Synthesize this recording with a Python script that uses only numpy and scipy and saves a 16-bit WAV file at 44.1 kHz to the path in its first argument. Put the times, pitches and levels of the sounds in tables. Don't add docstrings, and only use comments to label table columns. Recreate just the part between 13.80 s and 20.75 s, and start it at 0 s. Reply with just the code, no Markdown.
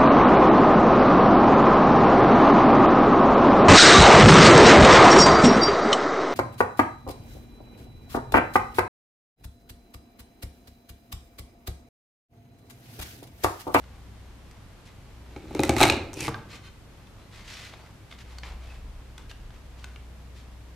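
import sys
import numpy as np
from scipy import signal
from scipy.fft import rfft, irfft, next_fast_len
from scipy.io import wavfile
from scipy.ndimage import uniform_filter1d

SR = 44100
rng = np.random.default_rng(int(sys.argv[2]) if len(sys.argv) > 2 else 0)


def wrap_up_sound(samples):
    columns = np.atleast_2d(samples).T
    tamed = np.clip(columns, -1, 1)
    steps = np.round(tamed * 32767).astype(np.int16)
    wavfile.write(sys.argv[1], SR, steps)


N = 306495
T = np.arange(N) / SR
RING_T = T[:SR // 2]

# (time [s], crack [dB], treble of the crack [dB],
# thud of the base [dB], knock of the shell [dB], ring of the die [Hz], its upper ring [dB])
DIE_SNAPS = [(1.5619, -39.5, -80, -32, -35.5, 2220, -63.5), (1.7082, -51, -65, -31.5, -34.5, 2170, -59),
             (1.7487, -32, -40, -20.5, -32, 2130, -54), (1.793, -26, -38.5, -12, -17, 2480, -29.5),
             (1.834, -18.5, -24, -24.5, -22.5, 2070, -36), (1.8932, -16, -23, -10.5, -12.5, 2230, -30.5),
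             (1.965, -23, -32.5, -18.5, -17.5, 2090, -36.5), (2.0035, -29.5, -27, -24, -15.5, 2550, -29),
             (2.0116, -14.5, -20.5, -11, -4, 2400, -25), (2.0227, -15.5, -32, -19.5, -24.5, 2360, -20.5),
             (2.0296, -13.5, -16.5, -15.5, -12.5, 2500, -9.5), (2.0356, -11, -24, -16, -10.5, 2155, -24),
             (2.0531, -17, -30, -23, -13, 2270, -25), (2.0868, -27, -34, -31, -29, 2620, -22),
             (2.098, -12, -40, -16.5, -45, 2510, -22), (2.1223, -22, -37, -46, -50, 2830, -29)]
# (frequency [Hz], relative level [dB], t60 [s])
BASE_MODES = [(78, -12, 0.073), (108, -6, 0.045), (285, 0, 0.045), (342, 2, 0.035), (390, 5, 0.026),
              (558.4, -19, 0.24)]
# (frequency [Hz], relative level [dB], t60 [s])
BLADE_MODES = [(5800, 4.5, 0.011), (6600, 1.5, 0.0087), (7760, -8, 0.018), (8480, 2.5, 0.0087)]
# (frequency [Hz], relative level [dB], t60 [s])
PLASTIC_MODES = [(1180, -3, .035), (1530, -8, .04), (2080, 0, .028), (2510, -3, .028), (3100, -1, .022),
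                 (3560, -4, .018), (4230, -1, .02), (5600, -6, .016), (6400, -7, .016), (7000, -8, .016)]
# (frequency [Hz], level [dB])
CRACK_SPECTRUM = [(400, -3.5), (850, 0), (1020, -1.5), (1200, 0.5), (1800, -5), (2400, -0.5), (3200, -8.5),
                  (4000, -4), (4900, -12), (8600, -12), (10500, -16.5), (15000, -22)]
# (frequency [Hz], level [dB])
TICK_SPECTRUM = [(300, 2), (800, 7.5), (1250, 10), (2600, 4.5), (3700, 7), (5000, 0.5), (7500, -19),
                 (15000, -20)]
# (frequency [Hz], level [dB])
CARD_SPECTRUM = [(590, -38), (1000, -13), (1700, -3), (2400, -0.5), (4240, -2.5), (7360, -11),
                 (8840, -15.5), (14300, -24.5), (15500, -43)]
# (frequency [Hz], side minus mid [dB])
NEAR_WIDTH = [(60, -51), (400, -15.5), (2000, -10), (4000, -8), (15000, -5)]
LIFT_S, LIFT_ATTACK_S, LIFT_HOLD_S, LIFT_RELEASE_S = 2.335, 0.09, 0.067, 0.0046


def amp(db):
    return 10 ** (np.asarray(db) / 20)


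def unit(x):
    return x / np.sqrt(np.mean(x ** 2) + 1e-20)


def read(points, hz):
    f, value = np.transpose(points)
    return np.interp(np.log(hz + 1), np.log(f + 1), value)


def add(mix, s, sound):
    part = mix[..., round(s * SR):][..., :sound.shape[-1]]
    part += sound[..., :part.shape[-1]]


def convolve(x, response):
    return signal.fftconvolve(np.atleast_2d(x), np.atleast_2d(response), axes=1)[:, :x.shape[-1]]


def colour(x, points, size=2048):
    hz = abs(np.fft.fftfreq(size, 1 / SR))
    log_gain = np.log(amp(np.maximum(read(points, hz), -90)))
    response = np.fft.ifft(np.exp(np.conj(signal.hilbert(log_gain)))).real
    return convolve(x, response)


def passed(x, points):
    gains = amp(read(points, np.linspace(0, SR / 2, SR // 10)))
    return colour(x, points) / np.sqrt(np.mean(gains ** 2))


def ring(modes, pitch=1, rise_s=0.0022):
    wave = np.zeros(len(RING_T))
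    for k, (hz, db, t60) in enumerate(modes):
        decay = amp(db - 60 * RING_T / t60)
        wave += (-1) ** k * decay * np.sin(2 * np.pi * hz * pitch * RING_T)
    wave = wave * (1 - np.exp(-RING_T / rise_s))
    return wave / abs(wave).max()


def struck(x, modes):
    wave = ring(modes)
    return convolve(x, wave / np.linalg.norm(wave))


def resonate(x, hz, width):
    turn = np.exp(2j * np.pi * np.cumsum(hz) / SR)
    r = np.exp(-np.pi * width / SR)
    lowered = signal.lfilter([1 - r], [1, -r], x / turn + 1e-18)
    return 2 * (turn * lowered).real


def ports(pair, side_db=NEAR_WIDTH):
    share = amp(read(side_db, np.fft.rfftfreq(pair.shape[1], 1 / SR)))
    mid, side = rfft(pair)
    left_right = np.array([mid + share * side, mid - share * side]) / np.hypot(1, share)
    return irfft(left_right, pair.shape[1])


def noise(side_db=NEAR_WIDTH):
    return ports(rng.standard_normal((2, next_fast_len(N))), side_db)[:, :N]


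def grains(per_s, spread_db, grain_s=0.0002):
    happens = rng.random
    size = amp(spread_db * np.minimum(rng.exponential(1, N), 3.5)) * (happens(N) < per_s / SR)
    power = signal.lfilter([1], [1, -np.exp(-2 / (grain_s * SR))], size ** 2 + 1e-20)
    return unit(ports(rng.standard_normal((2, N)) * np.sqrt(power)))


def burst(points, decay_s, edges=(6000,), size=2048):
    age = T[:size] / decay_s
    spectra = rfft(rng.standard_normal((2, size)) * age * np.exp(-age))
    evened = irfft(spectra / (abs(spectra) + 1e-9) ** (2 / 3))
    crack = colour(ports(evened), points)
    bands = []
    for limits in zip((100, *edges), (*edges, 18000)):
        band = signal.sosfilt(signal.butter(4, limits, "band", fs=SR, output="sos"), crack)
        peak_power = uniform_filter1d(band.mean(0) ** 2, size=88).max()
        bands.append(band / np.sqrt(peak_power))
    return bands


def envelope(s, attack_s, hold_s, release_s, power=1.14):
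    return np.interp(T, s + np.cumsum([0, attack_s, hold_s, release_s]), [0, 1, 1, 0]) ** power


def lingering(times, dbs, decay_s):
    kicks = np.zeros(N)
    kicks[np.round(times * SR).astype(int)] = amp(dbs) ** 2
    return np.sqrt(signal.lfilter([1], [1, -np.exp(-2 / (decay_s * SR))], kicks + 1e-20))


def wander(rate_hz):
    return unit(signal.lfilter(*signal.butter(2, rate_hz, fs=SR), rng.standard_normal(N)))


def wavering(hz, depth=0.032, rate_hz=16):
    return hz * (1 + depth * wander(rate_hz))


def punch(spring_db=-25):
    cracks, blows = snaps()
    cracks = cracks + tearing()
    return cracks + blows + amp(spring_db) * spring(cracks) + judder()


def snaps(crack_db=-4, thud_db=-0.75, knock_db=-1, treble_db=-4, die_db=-3, die_t60=0.016,
          upper_hz=3950, upper_t60=0.01, blade_db=2, decay_s=0.0009, lag_s=0.00045):
    # (frequency [Hz], relative level [dB], t60 [s])
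    shell_modes = [(744, 7.5, 0.012), (868, 1.5, 0.03), (1213, -17.5, 0.03), (1278, -7.5, 0.019),
                   (1586, -16.5, 0.018)]
    # (time [s], level [dB])
    bridge_splits = [(1.8028, -38), (1.8508, -37), (1.983, -32), (2.0685, -37), (2.0798, -32),
                     (2.1013, -28.5)]
    cracks, blows = np.zeros((2, N)), np.zeros(N)
    for s, crack, treble, thud, knock, die_hz, upper_db in DIE_SNAPS:
        body, top = burst(CRACK_SPECTRUM, decay_s)
        add(cracks, s, amp(crack + crack_db) * body + amp(treble + treble_db) * top)
        pitch = rng.uniform(.96, 1.04)
        kick_s = s + lag_s
        add(blows, kick_s, amp(thud + thud_db) * ring(BASE_MODES, pitch))
        add(blows, kick_s, amp(knock + knock_db) * ring(shell_modes, pitch))
        add(blows, kick_s, amp(crack + die_db) * ring([(die_hz, 0, die_t60)]))
        add(blows, kick_s, amp(upper_db) * ring([(upper_hz, 0, upper_t60)], pitch, rise_s=0.00063))
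        add(blows, kick_s, amp(treble + blade_db) * ring(BLADE_MODES, np.sqrt(pitch), rise_s=0.0004))
    for s, db in bridge_splits:
        add(cracks, s, amp(db) * sum(burst(CRACK_SPECTRUM, decay_s)))
    return cracks, blows


def load(break_s=1.865, load_db_per_s=69, slack_db_per_s=198):
    return amp(np.minimum((T - break_s) * load_db_per_s, (break_s - T) * slack_db_per_s))


def tearing(strain_db=-44, after_snap_db=-18.0, after_snap_s=0.035, dull_hz=8500,
            crunch_db=-22.5, clump_db=1.0, clump_hz=200):
    times, crack_db = np.transpose(DIE_SNAPS)[:2]
    strain = amp(strain_db) * load() + amp(after_snap_db) * lingering(times, crack_db, after_snap_s)
    swell = envelope(1.948, attack_s=0.067, hold_s=0, release_s=0.084, power=1.8)
    fibres = grains(per_s=1800, spread_db=1.8) * unit(amp(clump_db * wander(clump_hz)))
    dulling = signal.butter(2, dull_hz, fs=SR, output="sos")
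    creak = signal.sosfiltfilt(dulling, fibres * strain)
    return passed(creak + fibres * amp(crunch_db) * swell, CRACK_SPECTRUM)


def spring(x, held_db=-12, scatter=0.068, drop_s=2.2):
    # (frequency [Hz], relative level [dB], t60 [s])
    clusters = [(2280, -1, 0.08), (2560, -14, 0.21), (4350, -8.5, 1)]
    modes = []
    for hz, db, t60 in clusters:
        for u in rng.uniform(-0.91, 1, size=30):
            modes.append((hz * (1 + scatter * u), db, t60))
    return struck(x * np.where(T > drop_s, 1, amp(held_db)), modes)


def judder(load_db=-39, after_snap_db=-26, after_snap_s=0.11, lift_db=-40, bump_db=-2):
    # (time [s], level before the bump trim [dB])
    bumps = [(1.636, -35.5), (2.17, -22.5), (2.368, -29.5), (2.419, -29)]
    # (frequency [Hz], level [dB])
    groan = [(30, -13), (80, -2.5), (170, -2), (320, 3), (480, -2), (660, -14), (850, -14), (1100, -25),
             (2000, -36)]
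    times, _, _, thud_db, *_ = np.transpose(DIE_SNAPS)
    strength = amp(load_db) * load() + amp(after_snap_db) * lingering(times, thud_db, after_snap_s)
    lift = envelope(LIFT_S, LIFT_ATTACK_S, LIFT_HOLD_S, LIFT_RELEASE_S, power=1.0)
    strength = strength + amp(lift_db) * lift
    out = passed(grains(per_s=400, spread_db=0) * strength, groan)
    for s, db in bumps:
        add(out, s, amp(db + bump_db) * ring(BASE_MODES, rng.uniform(.85, 1.1)))
    return out


def rise(scrape_db=-40, squeal_db=-25, squeal_width=260, clump_db=2, clump_hz=110):
    # (frequency [Hz], level [dB])
    scrape = [(400, -22), (850, 5.5), (1100, -6), (1700, -3), (2500, -3.5), (3600, -2.5), (5000, -1.5),
              (8000, -7.5), (10500, -7.5), (15000, -22)]
    # (time [s], frequency [Hz])
    squeal = [(2.36, 2740), (2.465, 2240), (2.49, 2110)]
    slips = grains(per_s=1800, spread_db=0) * unit(amp(clump_db * wander(clump_hz)))
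    slips = slips * envelope(LIFT_S, LIFT_ATTACK_S, LIFT_HOLD_S, LIFT_RELEASE_S)
    centre = wavering(np.interp(T, *np.transpose(squeal)))
    return amp(scrape_db) * passed(slips, scrape) + amp(squeal_db) * resonate(slips, centre, squeal_width)


def handle(click_db=-11, rattle_db=-15, rattle_s=0.032):
    # (time [s], level [dB], ring [Hz], bump through the table [dB])
    stops = [(2.4796, -19, 1040, -22), (2.543, -24.5, 1397, -40)]
    # (multiple of the ring [1], relative level [dB], t60 [s])
    handle_modes = [(.83, 2.5, 0.031), (1.0, -7, 0.023), (1.12, -0.5, 0.056), (1.27, -5, .016)]
    # (frequency [Hz], relative level [dB], t60 [s])
    table_modes = [(101.3, -9, 0.48), (135.6, 5.5, 0.07), (212, -4.5, 0.23), (318, 8.5, 0.044),
                   (463, -1, 0.16)]
    # (frequency [Hz], level [dB])
    seat = [(400, 2.5), (1000, 1), (1500, 4), (1900, -16), (9000, -30)]
    out = np.zeros((2, N))
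    for s, db, hz, bump_db in stops:
        add(out, s, amp(db) * ring(handle_modes, hz) + amp(bump_db) * ring(table_modes))
        add(out, s, amp(db + click_db) * burst(TICK_SPECTRUM, decay_s=0.00095)[0])
    times, dbs = np.transpose(stops)[:2]
    rattle = grains(per_s=960, spread_db=-7) * lingering(times, dbs, rattle_s)
    return out + amp(rattle_db) * passed(rattle, seat)


def leaned(pair):
    # (frequency [Hz], left minus right [dB])
    lean = [(1200, 0), (2300, -3), (3300, -2), (5000, 0.5)]
    size = next_fast_len(N)
    half_db = read(lean, np.fft.rfftfreq(size, 1 / SR)) / 2
    return irfft(rfft(pair, size) * amp([half_db, -half_db]), size)[:, :N]


def push(s, length, speed_up=0.22, slow_down=0.29):
    return envelope(s, speed_up * length, (1 - speed_up - slow_down) * length, slow_down * length)


def slides(sheet_db=7, sheet_hz=2090, sheet_width_hz=96, pat_hiss_db=-4, fidget_hiss_db=-71,
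           fidget_rub_db=-66, fidget_swing_db=2, fidget_hz=4, catch_db=1.74, catch_hz=70):
    # (time [s], length [s], hiss of the card [dB], rub of hand and mat [dB])
    pushes = [(1.048, 0.053, -55, -60), (2.683, 0.11, -51, -57), (3.503, 0.15, -53, -56),
              (3.606, 0.35, -47.5, -57), (4.296, 0.062, -55, -64), (4.377, 0.06, -53, -63),
              (4.467, 0.13, -58.5, -59), (4.782, 0.23, -58.5, -57), (5.49, 0.037, -48.5, -58),
              (5.96, 0.12, -61, -62), (6.543, 0.088, -56.5, -81)]
    # (time [s], length [s], level [dB])
    pats = [(3.922, 0.27, -55), (4.638, 0.14, -46.5), (5.382, 0.071, -55), (5.738, 0.069, -56.5)]
    # (frequency [Hz], level [dB])
    rub_spectrum = [(200, -6.5), (450, 4), (800, 7.5), (1100, 6.5), (1700, -0.5), (2500, 0), (3300, -4.5),
                    (5000, -29.5)]
    fidget = unit(amp(fidget_swing_db * wander(fidget_hz)))
    face, palm = amp(fidget_hiss_db) * fidget, amp(fidget_rub_db) * fidget
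    for s, length, hiss, rub in pushes:
        speed = push(s, length)
        face, palm = np.hypot(face, amp(hiss) * speed), np.hypot(palm, amp(rub) * speed)
    for s, length, db in pats:
        brush = amp(db) * envelope(s, attack_s=0.0027, hold_s=0, release_s=length)
        face, palm = np.hypot(face, amp(pat_hiss_db) * brush), np.hypot(palm, brush)
    catch = unit(amp(catch_db * wander(catch_hz)))
    slips = grains(per_s=9000, spread_db=2) * catch * face
    rubbing = passed(grains(per_s=2800, spread_db=-3.0) * catch * palm, rub_spectrum)
    sheet = resonate(slips, wavering(sheet_hz), sheet_width_hz)
    return passed(slips, CARD_SPECTRUM) + amp(sheet_db) * sheet + rubbing


def drags(hiss_db=-2):
    # (time [s], length [s], level of the drive [dB])
    slot_drags = [(2.685, 0.12, -54), (2.826, 0.075, -54.5), (3.67, 0.25, -55.5)]
    strength = sum(amp(db) * push(s, length) for s, length, db in slot_drags)
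    slips = grains(per_s=5000, spread_db=2) * strength
    return struck(slips, PLASTIC_MODES) + amp(hiss_db) * passed(slips, CARD_SPECTRUM)


def squeaks(width_hz=130):
    # (time [s], length [s], first pitch [Hz], last pitch [Hz], level [dB])
    songs = [(3.37, 0.12, 3850, 4300, -67), (3.693, 0.082, 5650, 5650, -53), (3.975, 0.13, 4430, 4850, -69),
             (4.873, 0.079, 2560, 2580, -53)]
    out = np.zeros((2, N))
    for s, length, first_hz, last_hz, db in songs:
        centre = np.interp(T, [s, s + length], [first_hz, last_hz])
        tone = resonate(resonate(noise(), centre, width_hz), centre, width_hz)
        out += amp(db) * unit(tone) * envelope(s, length / 2, 0, length / 2)
    return out


def ticks(body_db=-13.5, treble_db=-5, top_db=-13, ring_db=-7, upper_db=-1, low_t60=0.017,
          upper_t60=0.015, blade_db=0, body_ring_db=-13):
    # (time [s], level [dB], lower ring [Hz], upper ring [Hz], treble [dB])
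    contacts = [(0.039, -39, 870, 1460, -78), (0.711, -45, 2080, 4960, -53.5), (2.331, -31, 920, 5800, -40),
                (2.339, -34, 850, 6600, -36), (2.405, -34, 2440, 5350, -29.5),
                (3.27, -44.5, 2600, 3560, -62), (3.937, -31, 690, 2110, -62),
                (4.313, -35.5, 2150, 3400, -66), (4.324, -32.5, 2100, 3540, -71),
                (4.584, -30.5, 4330, 4720, -44.5), (4.633, -25.5, 1750, 2320, -73),
                (5.379, -31, 1510, 3460, -45.5), (5.512, -34, 1590, 2800, -51),
                (5.705, -39.5, 810, 1500, -66), (6.042, -27, 1480, 2640, -43.5),
                (6.1595, -34, 2260, 2820, -66)]
    out = np.zeros((2, N))
    for s, db, low_hz, upper_hz, treble in contacts:
        low, high, highest = burst(TICK_SPECTRUM, decay_s=0.0013, edges=(6000, 9000))
        add(out, s, amp(db + body_db) * low)
        add(out, s, amp(treble + treble_db) * high + amp(treble + top_db) * highest)
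        spot_modes = [(low_hz, 0, low_t60), (upper_hz, upper_db, upper_t60)]
        add(out, s, amp(db + ring_db) * ring(spot_modes) + amp(treble + blade_db) * ring(BLADE_MODES))
        add(out, s, amp(db + body_ring_db) * ring(PLASTIC_MODES))
    return out


def room(x, first_s=0.00095, dense_s=0.07):
    # (frequency [Hz], t60 [s])
    decay_times = [(80, 0.67), (250, 0.87), (800, 0.54), (2500, 0.51), (6000, 0.39), (14000, 0.21)]
    # (frequency [Hz], level [dB])
    soak = [(100, 7), (180, -0.5), (480, -1.5), (1100, -1), (3000, -2.5), (15000, -2.5)]
    chance = np.clip((T[:SR] / dense_s) ** 2, .01, 1)
    taps = rng.standard_normal((2, SR)) * (rng.random(SR) < chance) / np.sqrt(chance)
    taps = taps * np.clip(T[:SR] / first_s - 1, 0, 1)
    hz, t, z = signal.stft(taps, SR, nperseg=256)
    decay = amp(-60 * t / read(decay_times, hz)[:, None])
    tail = ports(signal.istft(z * decay, SR, nperseg=256)[1][:, :SR])
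    return convolve(x, colour(tail / np.linalg.norm(tail[0]), soak))


def background(air_db=-50.5, rumble_side_db=-23):
    # (frequency [Hz], level [dB])
    air = [(53, -23), (90, 0.5), (112, -0.5), (140, -6.5), (240, -10.5), (350, -14.5), (560, -18),
           (1960, -25), (3700, -29), (14200, -40.5), (15500, -71)]
    # (frequency [Hz], side minus mid [dB])
    far_width = [(150, -13), (380, -6), (950, -6), (2380, -0.5), (15000, 0)]
    # (frequency [Hz], half-width [Hz], level [dB])
    rumble = [(37, 8, -49), (62.01, 0.48, -48), (97, 47, -63)]
    # (time [s], level [dB])
    swell = [(3.6, -7), (4.3, -9.5), (5.1, 5.5), (5.35, -3), (5.65, 4.5), (6, -6)]
    out = amp(air_db) * unit(colour(noise(far_width), air))
    hz = np.fft.rfftfreq(N, 1 / SR)
    for k, (centre, width, db) in enumerate(rumble):
        spectrum = rfft(noise([(centre, rumble_side_db)])) / (1 + ((hz - centre) / width) ** 2)
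        drone = amp(db) * unit(irfft(spectrum, N))
        if k == 0:
            drone = drone * amp(np.interp(T, *np.transpose(swell)))
        out += drone
    return out


def scene(punch_wet_db=-7, card_wet_db=-6, left_db=0.15):
    tool = leaned(punch() + rise() + handle())
    card = ticks() + slides() + drags() + squeaks()
    reflections = room(amp(punch_wet_db) * tool + amp(card_wet_db) * card)
    mix = tool + card + reflections + background()
    return mix * amp([[left_db], [-left_db]])


def record(dry):
    low_pass = signal.firwin(255, 15300, window=("kaiser", 9), fs=SR)
    return signal.oaconvolve(np.clip(dry, -.92, .92), low_pass[None], "same")


dry = scene()
out = record(dry)
wrap_up_sound(out)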